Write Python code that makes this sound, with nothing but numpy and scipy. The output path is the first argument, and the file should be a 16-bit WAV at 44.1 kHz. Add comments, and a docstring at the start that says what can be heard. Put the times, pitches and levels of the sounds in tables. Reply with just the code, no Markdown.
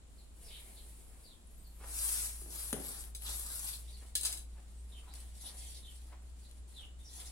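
"""Stalk, knife and slat on a tiled porch

Someone sitting on the floor shifts a green stalk, a knife and a wooden slat. Hands, heel, clothes
and slat rub with a grainy friction hiss. The knife knocks dully as it is picked up; laid down, it
chatters on the tile and its steel rings. Small birds chirp some way off and two far motors hum."""
import sys
import numpy as np
from scipy import signal
from scipy.fft import rfft, irfft, next_fast_len
from scipy.io import wavfile

SR = 44100
rng = np.random.default_rng(int(sys.argv[2]) if len(sys.argv) > 2 else 0)


def log_audio(samples):
    """Write samples as a 16-bit WAV file to the path given in sys.argv[1]."""
    # one column per channel
    frames = np.atleast_2d(samples).T
    # limit to full scale, then quantise
    limited = np.clip(frames, -1, 1)
    pcm = np.round(limited * 32767).astype(np.int16)
    wavfile.write(sys.argv[1], SR, pcm)


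N = 322371
TIME = np.arange(N) / SR


def from_db(db):
    """Decibels to gain."""
    return 10 ** (np.asarray(db) / 20)


def rms_one(x):
    """Scale to unit power."""
    return x / np.sqrt(np.mean(x ** 2) + 1e-20)


def in_time(points):
    """An automation curve: straight lines between (seconds, value) points."""
    return np.interp(TIME, *np.transpose(points))


def at_hz(points, hz):
    """Read a spectrum on a log-frequency axis."""
    f, value = np.transpose(points)
    return np.interp(np.log(hz + 1), np.log(f), value)


def drift(per_s, t=TIME):
    """A random wander with spread near 1, taking per_s turns a second."""
    knots = np.arange(0, N / SR + 1, 1 / per_s)
    return np.interp(t, knots, rng.standard_normal(len(knots)))


def colour(x, spectrum, band_hz=(0, SR / 2)):
    """Minimum-phase EQ; unit white noise comes out with unit power inside the band."""
    size = next_fast_len(x.shape[-1] // 2 + 2048) * 2
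    hz = np.arange(size // 2 + 1) * SR / size
    gain = from_db(at_hz(spectrum, hz))
    gain /= np.sqrt(np.mean(gain ** 2 * (hz >= band_hz[0]) * (hz <= band_hz[1])))
    causal_fold = 1 + np.sign(np.arange(size) * (size / 2 - np.arange(size)))
    cepstrum = irfft(np.log(gain)) * causal_fold
    return irfft(rfft(x, size) * np.exp(rfft(cepstrum)))[..., :x.shape[-1]]


def diffuse(size):
    """White noise from all sides: alike in both ears in the bass only."""
    # Stereo width of diffuse sound. Each row: frequency in Hz, left-right correlation.
    likeness = [(60, 0.52), (130, 0.81), (300, 0.35), (640, 0.26), (1400, -0.033), (3000, -0.14),
                (15000, 0.057)]
    mid, side = rfft(rng.standard_normal((2, size)))
    alike = np.clip(at_hz(likeness, np.arange(len(mid)) * SR / size), -1, 1)
    return irfft(mid * np.sqrt((1 + alike) / 2) + side * np.sqrt((1 - alike) / 2) * [[1], [-1]], size)


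def place(x, lead_ms, left_db, wet_db, t60=0.42, paths=1):
    """Direct sound, left ear first, then wall reflections; a moving source wanders among several paths."""
    t = TIME[:round(np.clip(t60, .1, .5) * SR)]
    shares = np.array([drift(25) for _ in range(paths)]) if paths > 1 else np.ones((1, N))
    heard = np.array([x, np.roll(x, round(lead_ms * SR / 1000))])
    for share in shares / np.linalg.norm(shares, axis=0):
        tail = diffuse(SR // 2)[:, :len(t)] * from_db(-60 * t / t60) * (1 - np.exp(-t / 0.00018))
        tail *= from_db(wet_db) / np.sqrt(np.sum(tail ** 2) / 2)
        heard = heard + signal.oaconvolve((x * share)[None], tail, axes=1)[:, :N]
    return heard * from_db([[left_db / 2], [-left_db / 2]]) / np.sqrt(1 + from_db(wet_db) ** 2)


def open_air():
    """The hush of outdoors, arriving from all sides."""
    # Tone of the air. Each row: frequency in Hz, relative level in dB.
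    air_tone = [(12, -34), (21, 2), (44, -12.5), (76, -8.5), (101, -21.5), (185, -18.5), (435, -27),
                (750, -31), (2020, -38.5), (3750, -37.5), (6100, -42.5), (7250, -33), (9900, -38),
                (15400, -58)]
    return from_db(-68.5) * colour(diffuse(N), air_tone, band_hz=(200, 2000))


def hum(hz, level_db, octave_db, waver_db):
    """From far away only an engine's firing note and a trace of its octave are left."""
    phase = 2 * np.pi * np.cumsum(hz) / SR
    strength = np.sqrt(2) * from_db(level_db + waver_db * drift(13))
    return strength * (np.sin(phase) + from_db(octave_db) * np.sin(2 * phase))


def faint_motor():
    """A low, distant drone whose pitch sags and recovers."""
    # The firing note. Each row: time in seconds, pitch in Hz.
    pitch = [(0, 38.84), (3.1, 39.1), (5.5, 34.4), (7.3, 39.7)]
    return hum(in_time(pitch), level_db=-67, octave_db=-5.5, waver_db=3.0)


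def far_engine():
    """A far engine idles, then speeds up steadily, and its hum throbs ever faster."""
    # The hum comes up to full strength. Each row: time in seconds, level in dB.
    swell = [(0, -59), (.85, -52.5), (1.14, -56.5), (1.33, -66), (1.53, -54), (1.9, -48.5), (5.6, -49.5),
             (7.3, -52)]
    idle_hz, speeds_up_s, rise_hz_per_s = 55.8, 2.0, 0.98
    throb_from_s, throb_hz, quicken_hz_per_s, throb_db = 2.97, 1.348, 0.513, 2
    hz = idle_hz + rise_hz_per_s * np.maximum(TIME - speeds_up_s, 0) + 0.44 * drift(3.99)
    since = TIME - throb_from_s
    throb_cycles = np.maximum(throb_hz * since + quicken_hz_per_s * since ** 2 / 2, -1 / 4)
    level_db = in_time(swell) - throb_db * np.cos(2 * np.pi * throb_cycles)
    return hum(hz, level_db, octave_db=-26.5, waver_db=1.57)


def sing(notes, flutter_db, waver):
    """Each note glides and wavers in pitch; a fast, uneven buzz roughens it and its strength flutters."""
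    song = np.zeros(N)
    for start, length, first_hz, octaves_per_s, level_db, buzz in notes:
        t = TIME[:round(length * SR)]
        hz = first_hz * 2 ** (octaves_per_s * t) * (1 + buzz * drift(1300, t) + waver * drift(60, t))
        strength = rms_one(np.sqrt(np.sin(np.pi * t / length)) * from_db(flutter_db * drift(96, t)))
        tone = np.sin(2 * np.pi * np.cumsum(hz) / SR)
        song[round(start * SR):][:len(t)] += from_db(level_db) * strength * tone
    return song


def birds():
    """Raspy slurred chirps are smeared by the yard walls; the highest whistles waver and echo less."""
    # Chirps. Each row: start and length in seconds, first pitch in Hz, glide in octaves per second,
    # relative level in dB, buzz as a share of the pitch.
    chirps = [(0.174, .06, 4700, -6, -70, .045), (.44, .3, 2200, 0, -73, .16),
              (.436, .08, 5500, -6, -64, .11), (.48, .13, 3400, 0, -58, .19),
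              (.754, .06, 4420, -6, -63, .12), (1.233, .11, 4950, -5.5, -64, .07),
              (1.635, .045, 4900, -6, -69, .05), (3.876, .052, 3300, 11, -63.5, .06),
              (3.922, .055, 5100, -9, -63, .045), (4.914, .095, 3900, -6, -62.5, .08),
              (5.072, .075, 3450, 6, -65.5, .1), (5.395, .09, 4650, -6, -63, .12),
              (5.819, .1, 4050, -5.5, -61, .07), (6.41, .09, 4900, -6, -70, .1),
              (6.735, .115, 4400, -6.2, -56.5, .06), (6.99, .05, 3650, 0, -69, .04),
              (7.04, .06, 5550, -1, -61, .07)]
    # Thin, very high whistles. Each row: as for the chirps, without the buzz.
    whistles = [(1.42, .15, 9700, 2.3, -72), (1.495, .11, 10050, 2.4, -73), (1.55, .1, 7950, .8, -73),
                (1.57, .25, 11950, -.05, -71), (4.7, .15, 8250, 0, -75), (4.79, .19, 10750, .55, -76),
                (6.53, .1, 9800, .2, -75)]
    whistle_buzz = .002
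    raspy = sing(chirps, flutter_db=3.5, waver=0.0147)
    thin = sing([(*note, whistle_buzz) for note in whistles], flutter_db=5.0, waver=.008)
    return (from_db(4.5) * place(raspy, lead_ms=.025, left_db=-0.2, wet_db=3.0, t60=0.3)
            + from_db(5.5) * place(thin, lead_ms=.015, left_db=1.0, wet_db=-7.0, t60=0.27))


def stroke_speed_db(t, length, attack_s, release_s):
    """A slide gathers speed and slows to a stop; dB relative to its fastest moment."""
    rise, fall = np.clip(t / attack_s, 0, 1), np.clip((length - t) / release_s, 0, 1)
    speed = (np.sin(np.pi / 2 * rise) * np.sin(np.pi / 2 * fall)) ** 2
    return 20 * np.log10(speed / speed.max() + 1e-4)


def rub(strokes, surface, attack_s, release_s, grit, judder_db, brighten, patchy_db, grains_per_s=900):
    """Friction: countless asperities hiss, coarser grains snap at random, and the grip judders."""
    out = np.zeros(N + SR)
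    for start, length, level_db in strokes:
        t = TIME[:round(length * SR)]
        speed_db = stroke_speed_db(t, length, attack_s, release_s)
        grains = rng.standard_normal(len(t)) * (rng.random(len(t)) < grains_per_s / SR)
        force = rms_one(rng.standard_normal(len(t)) + grit * rms_one(grains))
        hiss = colour(force, surface, band_hz=(7000, 12000))
        # a slower slide loses its treble sooner than its body
        body = signal.sosfilt(signal.butter(1, 2500, fs=SR, output="sos"), hiss)
        hiss = hiss + body * (from_db(-brighten * speed_db) - 1)
        # as the contact patch shifts, each part of the treble comes and goes on its own
        for hz in np.geomspace(3000, 11000, 6):
            part = signal.lfilter(*signal.iirpeak(hz, 4, fs=SR), hiss)
            hiss = hiss + part * (from_db(patchy_db * drift(28.2, t)) - 1)
        envelope = from_db(level_db + speed_db + judder_db * drift(91.36, t))
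        out[round(start * SR):][:len(t)] += hiss * envelope
    return out[:N]


def scuffs():
    """Brief, dull slides of the slat and hands that swell and fade."""
    # Soft scuffs. Each row: peak time in seconds, level in dB, half-width in seconds.
    slides = [(1.15, -72, 0.05), (1.85, -62, 0.067), (2.881, -64, 0.2), (3.281, -59, 0.043),
              (4.041, -60, 0.025), (4.248, -57.5, 0.029), (4.33, -59, 0.039), (4.586, -61.5, 0.022),
              (5.117, -66, 0.16), (5.5, -60, 0.063), (6.118, -62.5, 0.039), (6.83, -66.5, 0.05),
              (7.248, -66.5, 0.086)]
    # Their muffled tone. Each row: frequency in Hz, relative level in dB.
    scuff_tone = [(120, -32), (300, 5.5), (500, -4), (780, 2), (1200, -4), (2000, -7), (3500, -13.5),
                  (9000, -25)]
    swell = sum(from_db(db) * np.exp(-((TIME - peak) / width) ** 2) for peak, db, width in slides)
    friction = rng.standard_normal(N) * swell * from_db(4.5 * drift(70))
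    return place(colour(friction, scuff_tone), lead_ms=.035, left_db=0.5, wet_db=1.0)


def hands_on_stalk():
    """Palms slide along the stalk in long, smooth strokes, straight ahead."""
    # Hand strokes. Each row: start and length in seconds, friction level in dB.
    strokes = [(0.02, 0.554, -68.5), (.29, 1.226, -57), (1.07, 0.487, -63.5), (1.36, 0.94, -66.5),
               (1.65, 1.6, -61.5)]
    # Tone of skin on stalk. Each row: frequency in Hz, relative level in dB.
    palm_tone = [(100, -13.5), (400, -0.5), (1500, -14), (2200, -10), (4000, -10), (6300, -12.5), (9000, 2),
                 (11500, 1.5), (13200, -11.5), (15500, -15)]
    hiss = rub(strokes, palm_tone, attack_s=0.18, release_s=0.92, grit=0.18,
               judder_db=2.0, brighten=.04, patchy_db=-0.2)
    return place(hiss, lead_ms=.012, left_db=-1.0, wet_db=3.0, paths=4)


def clothes_and_slat():
    """Sleeves and shorts rustle and the wooden slat rasps over the tile, straight ahead."""
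    # Moves of cloth and slat. Each row: start and length in seconds, friction level in dB.
    cloth_moves = [(3.76, 0.47, -60), (4.48, 0.53, -69), (4.87, 0.63, -64.5), (5.13, 0.25, -56.5),
                   (5.33, 0.61, -59), (5.56, 0.33, -54.5), (5.83, 0.4, -62), (6.2, 0.25, -67.5),
                   (6.35, 0.35, -65.5), (6.66, 0.31, -62.5), (6.97, 0.33, -65.5), (7.11, 0.2, -55.5),
                   (7.18, 0.3, -53)]
    slat_slides = [(5.38, 0.22, -56.5), (5.52, 0.346, -62.5), (7.06, 0.27, -54.5)]
    # Tones of fabric and of wood on tile. Each row: frequency in Hz, relative level in dB.
    cloth_tone = [(100, -48), (700, -7.5), (1350, -28.5), (1900, -8), (2500, -11.5), (4000, -6),
                  (6300, -9.5), (9800, 2), (13000, -10), (15500, -21)]
    slat_tone = [(200, -16), (700, -10), (1300, -20), (1900, -6), (2600, -23), (3500, 5), (4400, 1),
                 (5600, -1), (8800, -3), (9950, 9.5), (11200, -4), (13300, -5), (15500, -22)]
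    rustle = rub(cloth_moves, cloth_tone, attack_s=0.027, release_s=0.24, grit=1.0,
                 judder_db=2.0, brighten=0.14, patchy_db=1.0)
    rasp = rub(slat_slides, slat_tone, attack_s=0.058, release_s=0.14, grit=0.65,
               judder_db=2.0, brighten=.05, patchy_db=6.5)
    return place(rustle + rasp, lead_ms=.015, left_db=-1.0, wet_db=4.5, t60=0.093, paths=4)


def heel_on_tile():
    """On the left a heel drags in and the leg pushes out in stages; pressed harder, it rasps lower."""
    # The three moves. Each row: start and length in seconds, friction level in dB.
    drags = [(1.8, 0.61, -34.5), (2.28, 0.27, -50)]
    pushes = [(2.47, 0.36, -41), (2.75, 0.4, -44.5), (3.18, 0.69, -42.5), (3.23, 0.3, -46),
              (3.61, 0.15, -48)]
    presses = [(2.64, .1, -63), (3.245, .13, -57.5), (3.65, .12, -59.5)]
    # The tone of each move. Each row: frequency in Hz, relative level in dB.
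    drag_tone = [(100, -37), (400, -23.5), (1100, -15.5), (3200, -16), (5200, -9.5), (6800, -8),
                 (8600, 2.5), (11500, 0.5), (12600, -5), (15500, -17)]
    push_tone = [(100, -25), (400, -20), (1100, -13), (2600, -17), (4200, -10.5), (6800, -11.5),
                 (7700, -2.5), (11600, 1), (12800, -8.5), (15500, -18.5)]
    press_tone = [(200, -25), (2200, -9), (3400, 3), (4600, 4), (6000, -3), (9500, 1), (15500, -14)]
    drag = rub(drags, drag_tone, attack_s=0.29, release_s=0.27, grit=0.43,
               judder_db=1.3, brighten=0.49, patchy_db=1.3, grains_per_s=140)
    push = rub(pushes, push_tone, attack_s=0.082, release_s=0.24, grit=0.64,
               judder_db=1.5, brighten=0.076, patchy_db=2.0, grains_per_s=160)
    press = rub(presses, press_tone, attack_s=0.026, release_s=0.043, grit=1.4,
                judder_db=8.0, brighten=0.1, patchy_db=6.5)
    return place(drag + push + press, lead_ms=.175, left_db=1.2, wet_db=2.5, t60=0.16, paths=8)


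def contacts(touches, first_share=0):
    """Each touch spends first_share of its energy on one impact and the rest on dying chatter."""
    force, t = np.zeros(N + SR // 8), TIME[:SR // 8]
    for start, level_db, decay_s in touches:
        chatter = rng.standard_normal(len(t)) * np.exp(-t / decay_s)
        chatter /= np.linalg.norm(chatter)
        touch = np.sqrt(first_share) * (t == 0) + np.sqrt(1 - first_share) * chatter
        force[round(start * SR):][:len(t)] += from_db(level_db) * touch
    return force[:N]


def ring(force, modes, low_hz):
    """Decaying sines set going by the force; the body radiates little below low_hz."""
    out = 0
    for hz, level_db, t60 in modes:
        radius, angle = from_db(-60 / (t60 * SR)), 2 * np.pi * hz / SR
        feedback = [1, -2 * radius * np.cos(angle), radius ** 2]
        out = out + signal.lfilter([0, from_db(level_db) * np.sin(angle)], feedback, force + 1e-18)
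    return signal.sosfilt(signal.butter(4, low_hz, "high", fs=SR, output="sos"), out)


def knocks():
    """Knife handle and heel strike the floor, which answers with a dull thud."""
    # Blows. Each row: start in seconds, relative strength in dB, chatter decay in seconds.
    blows = [(2.416, -46, 0.007), (2.461, -44, 0.039), (2.7288, -29, 0.005), (2.741, -33, 0.005),
             (2.765, -37, 0.0066), (2.802, -42, .005), (4.154, -49, 0.0056), (4.242, -52, 0.019)]
    # Modes of floor and handle. Each row: frequency in Hz, relative level in dB, T60 in seconds.
    floor_modes = [(168, -14.5, 0.3), (208, -14, .2), (233, -10, 0.22), (274, -9.5, 0.12), (345, 8, 0.025),
                   (384, -4, .11), (430, -6, 0.08), (482, -7, .07), (560, -7, 0.05), (640, -4, 0.035),
                   (770, 0, 0.022), (1100, -1, 0.009), (1600, 1, 0.004), (2900, 1, .004)]
    thuds = from_db(-8.5) * ring(contacts(blows, first_share=.35), floor_modes, low_hz=171)
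    return place(thuds, lead_ms=.09, left_db=1.0, wet_db=-1.0, t60=0.51, paths=3)


def ticks():
    """Grit and hard edges catch in tiny, sharp bursts of chatter."""
    # Ticks. Each row: start in seconds, relative strength in dB.
    hits = [(2.7276, -33), (2.7287, -24.5), (2.7318, -31), (2.7337, -34), (2.7388, -38), (2.799, -37),
            (2.871, -38), (3.039, -39), (3.2212, -38), (3.69, -37), (5.138, -39), (6.512, -48),
            (7.202, -43)]
    # Their bright tone. Each row: frequency in Hz, relative level in dB.
    tick_tone = [(200, -36), (1500, 0.5), (3000, 2.5), (5500, -2.5), (8000, 1.5), (10000, 14), (12000, 5),
                 (13500, -11.5), (16000, -15)]
    chatter_s = 0.0029
    force = contacts([(start, level_db, chatter_s) for start, level_db in hits])
    return place(from_db(16) * colour(force, tick_tone), lead_ms=.13, left_db=4.5, wet_db=-4.0)


def knife_blade():
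    """Touches and a last slide drive the steel: a crack and a choked clack, then a free ring."""
    # Steel on tile. Each row: start in seconds, relative strength in dB, chatter decay in seconds.
    clinks = [(3.149, -29.5, 0.008), (4.1528, -19.5, 0.0018), (4.1555, -19.5, 0.0019), (4.1715, -33, .005),
              (4.2105, -28, 0.004), (4.2330, -25, 0.0063), (4.2503, -26, 0.0022), (4.2535, -21.5, 0.003),
              (4.2572, -24.5, 0.0033), (4.269, -33, 0.005), (4.2765, -34, .003), (4.308, -39, .004),
              (4.326, -27, 0.0059)]
    # The blade slides to rest. Each row: start and length in seconds, relative friction level in dB.
    slide = [(4.2, 0.26, -70.5)]
    # Tones of the glaze's roughness and the contact crack. Each row: frequency in Hz, relative dB.
    glaze_tone = [(200, 1), (4500, -4), (9000, -4), (12000, -0.5), (15500, -6)]
    crack_tone = [(200, -2), (1000, 2), (1700, -16), (3000, -1), (5000, 16), (6000, 4), (9300, 25),
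                  (11500, 15), (13300, -7), (16000, -18)]
    # The blade's modes. Each row: frequency in Hz, relative level in dB, T60 in seconds.
    blade_modes = [(1725, -4, .06), (2800, -11, .09), (3495, -13, .1), (4054, 0, .15), (4135, -2, .08),
                   (4680, -5, .1), (4950, -4, .08), (5210, 0, .04), (5680, -12, .08), (6400, -3, .07),
                   (6542, 0, .09), (6660, -7, .05), (7150, -7, .09), (7544, -8, .12), (7960, -6, .06),
                   (8065, 3, .13), (8320, -1, .09), (8700, -6, .07), (8828, 0, .14), (9120, 2, .06),
                   (9550, -1, .06), (9790, 3, .1), (10030, -2, .07), (10184, 4, .13), (10490, 0, .08),
                   (10750, 0, .06), (11000, -2, .08), (11600, -5, .05), (12090, -1, .1)]
    low_hz = 1980  # the narrow blade radiates poorly below this
    pressed_t60_s = .015  # its modes are choked while it bears on the tile
    grip_until_s, grip_db = 4.0, -14  # a firm grip holds down the ring
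    force = contacts(clinks, first_share=.15)
    force += rub(slide, glaze_tone, attack_s=0.06, release_s=0.16, grit=1.9,
                 judder_db=4.5, brighten=0.122, patchy_db=-2.0)
    pressed_modes = [(hz, level_db, pressed_t60_s) for hz, level_db, _ in blade_modes]
    clack = from_db(-17.5) * ring(force, pressed_modes, low_hz)
    grip = from_db(grip_db * (TIME < grip_until_s))
    free_ring = from_db(-28.5) * ring(force * grip, blade_modes, low_hz)
    crack = from_db(10.5) * colour(force, crack_tone)
    return place(clack + free_ring + crack, lead_ms=.13, left_db=2.0, wet_db=0.5, t60=0.23, paths=3)


def scene():
    """Close rubbing and impacts on the porch over a quiet outdoor bed."""
    rubbing = heel_on_tile() + hands_on_stalk() + clothes_and_slat() + scuffs()
    impacts = knife_blade() + knocks() + ticks()
    outdoors = birds() + far_engine() + faint_motor() + open_air()
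    return rubbing + impacts + outdoors


def record(dry):
    """The right microphone is duller around 12 kHz; the very top is cut steeply on both sides."""
    # EQ of the right microphone. Each row: frequency in Hz, gain in dB.
    right_eq = [(100, -0.5), (4000, 0), (8000, 0), (11000, -5), (12500, -14), (16000, 4.5)]
    left, right = dry
    spectrum = rfft(right, 2 * next_fast_len(N))
    hz = np.linspace(0, SR / 2, len(spectrum))
    right = irfft(spectrum * from_db(at_hz(right_eq, hz)))[:N]
    high_cut = signal.ellip(12, .1, 80, 15900, fs=SR, output="sos")
    return signal.sosfilt(high_cut, np.array([left, right]))


dry = scene()
out = record(dry)
log_audio(out)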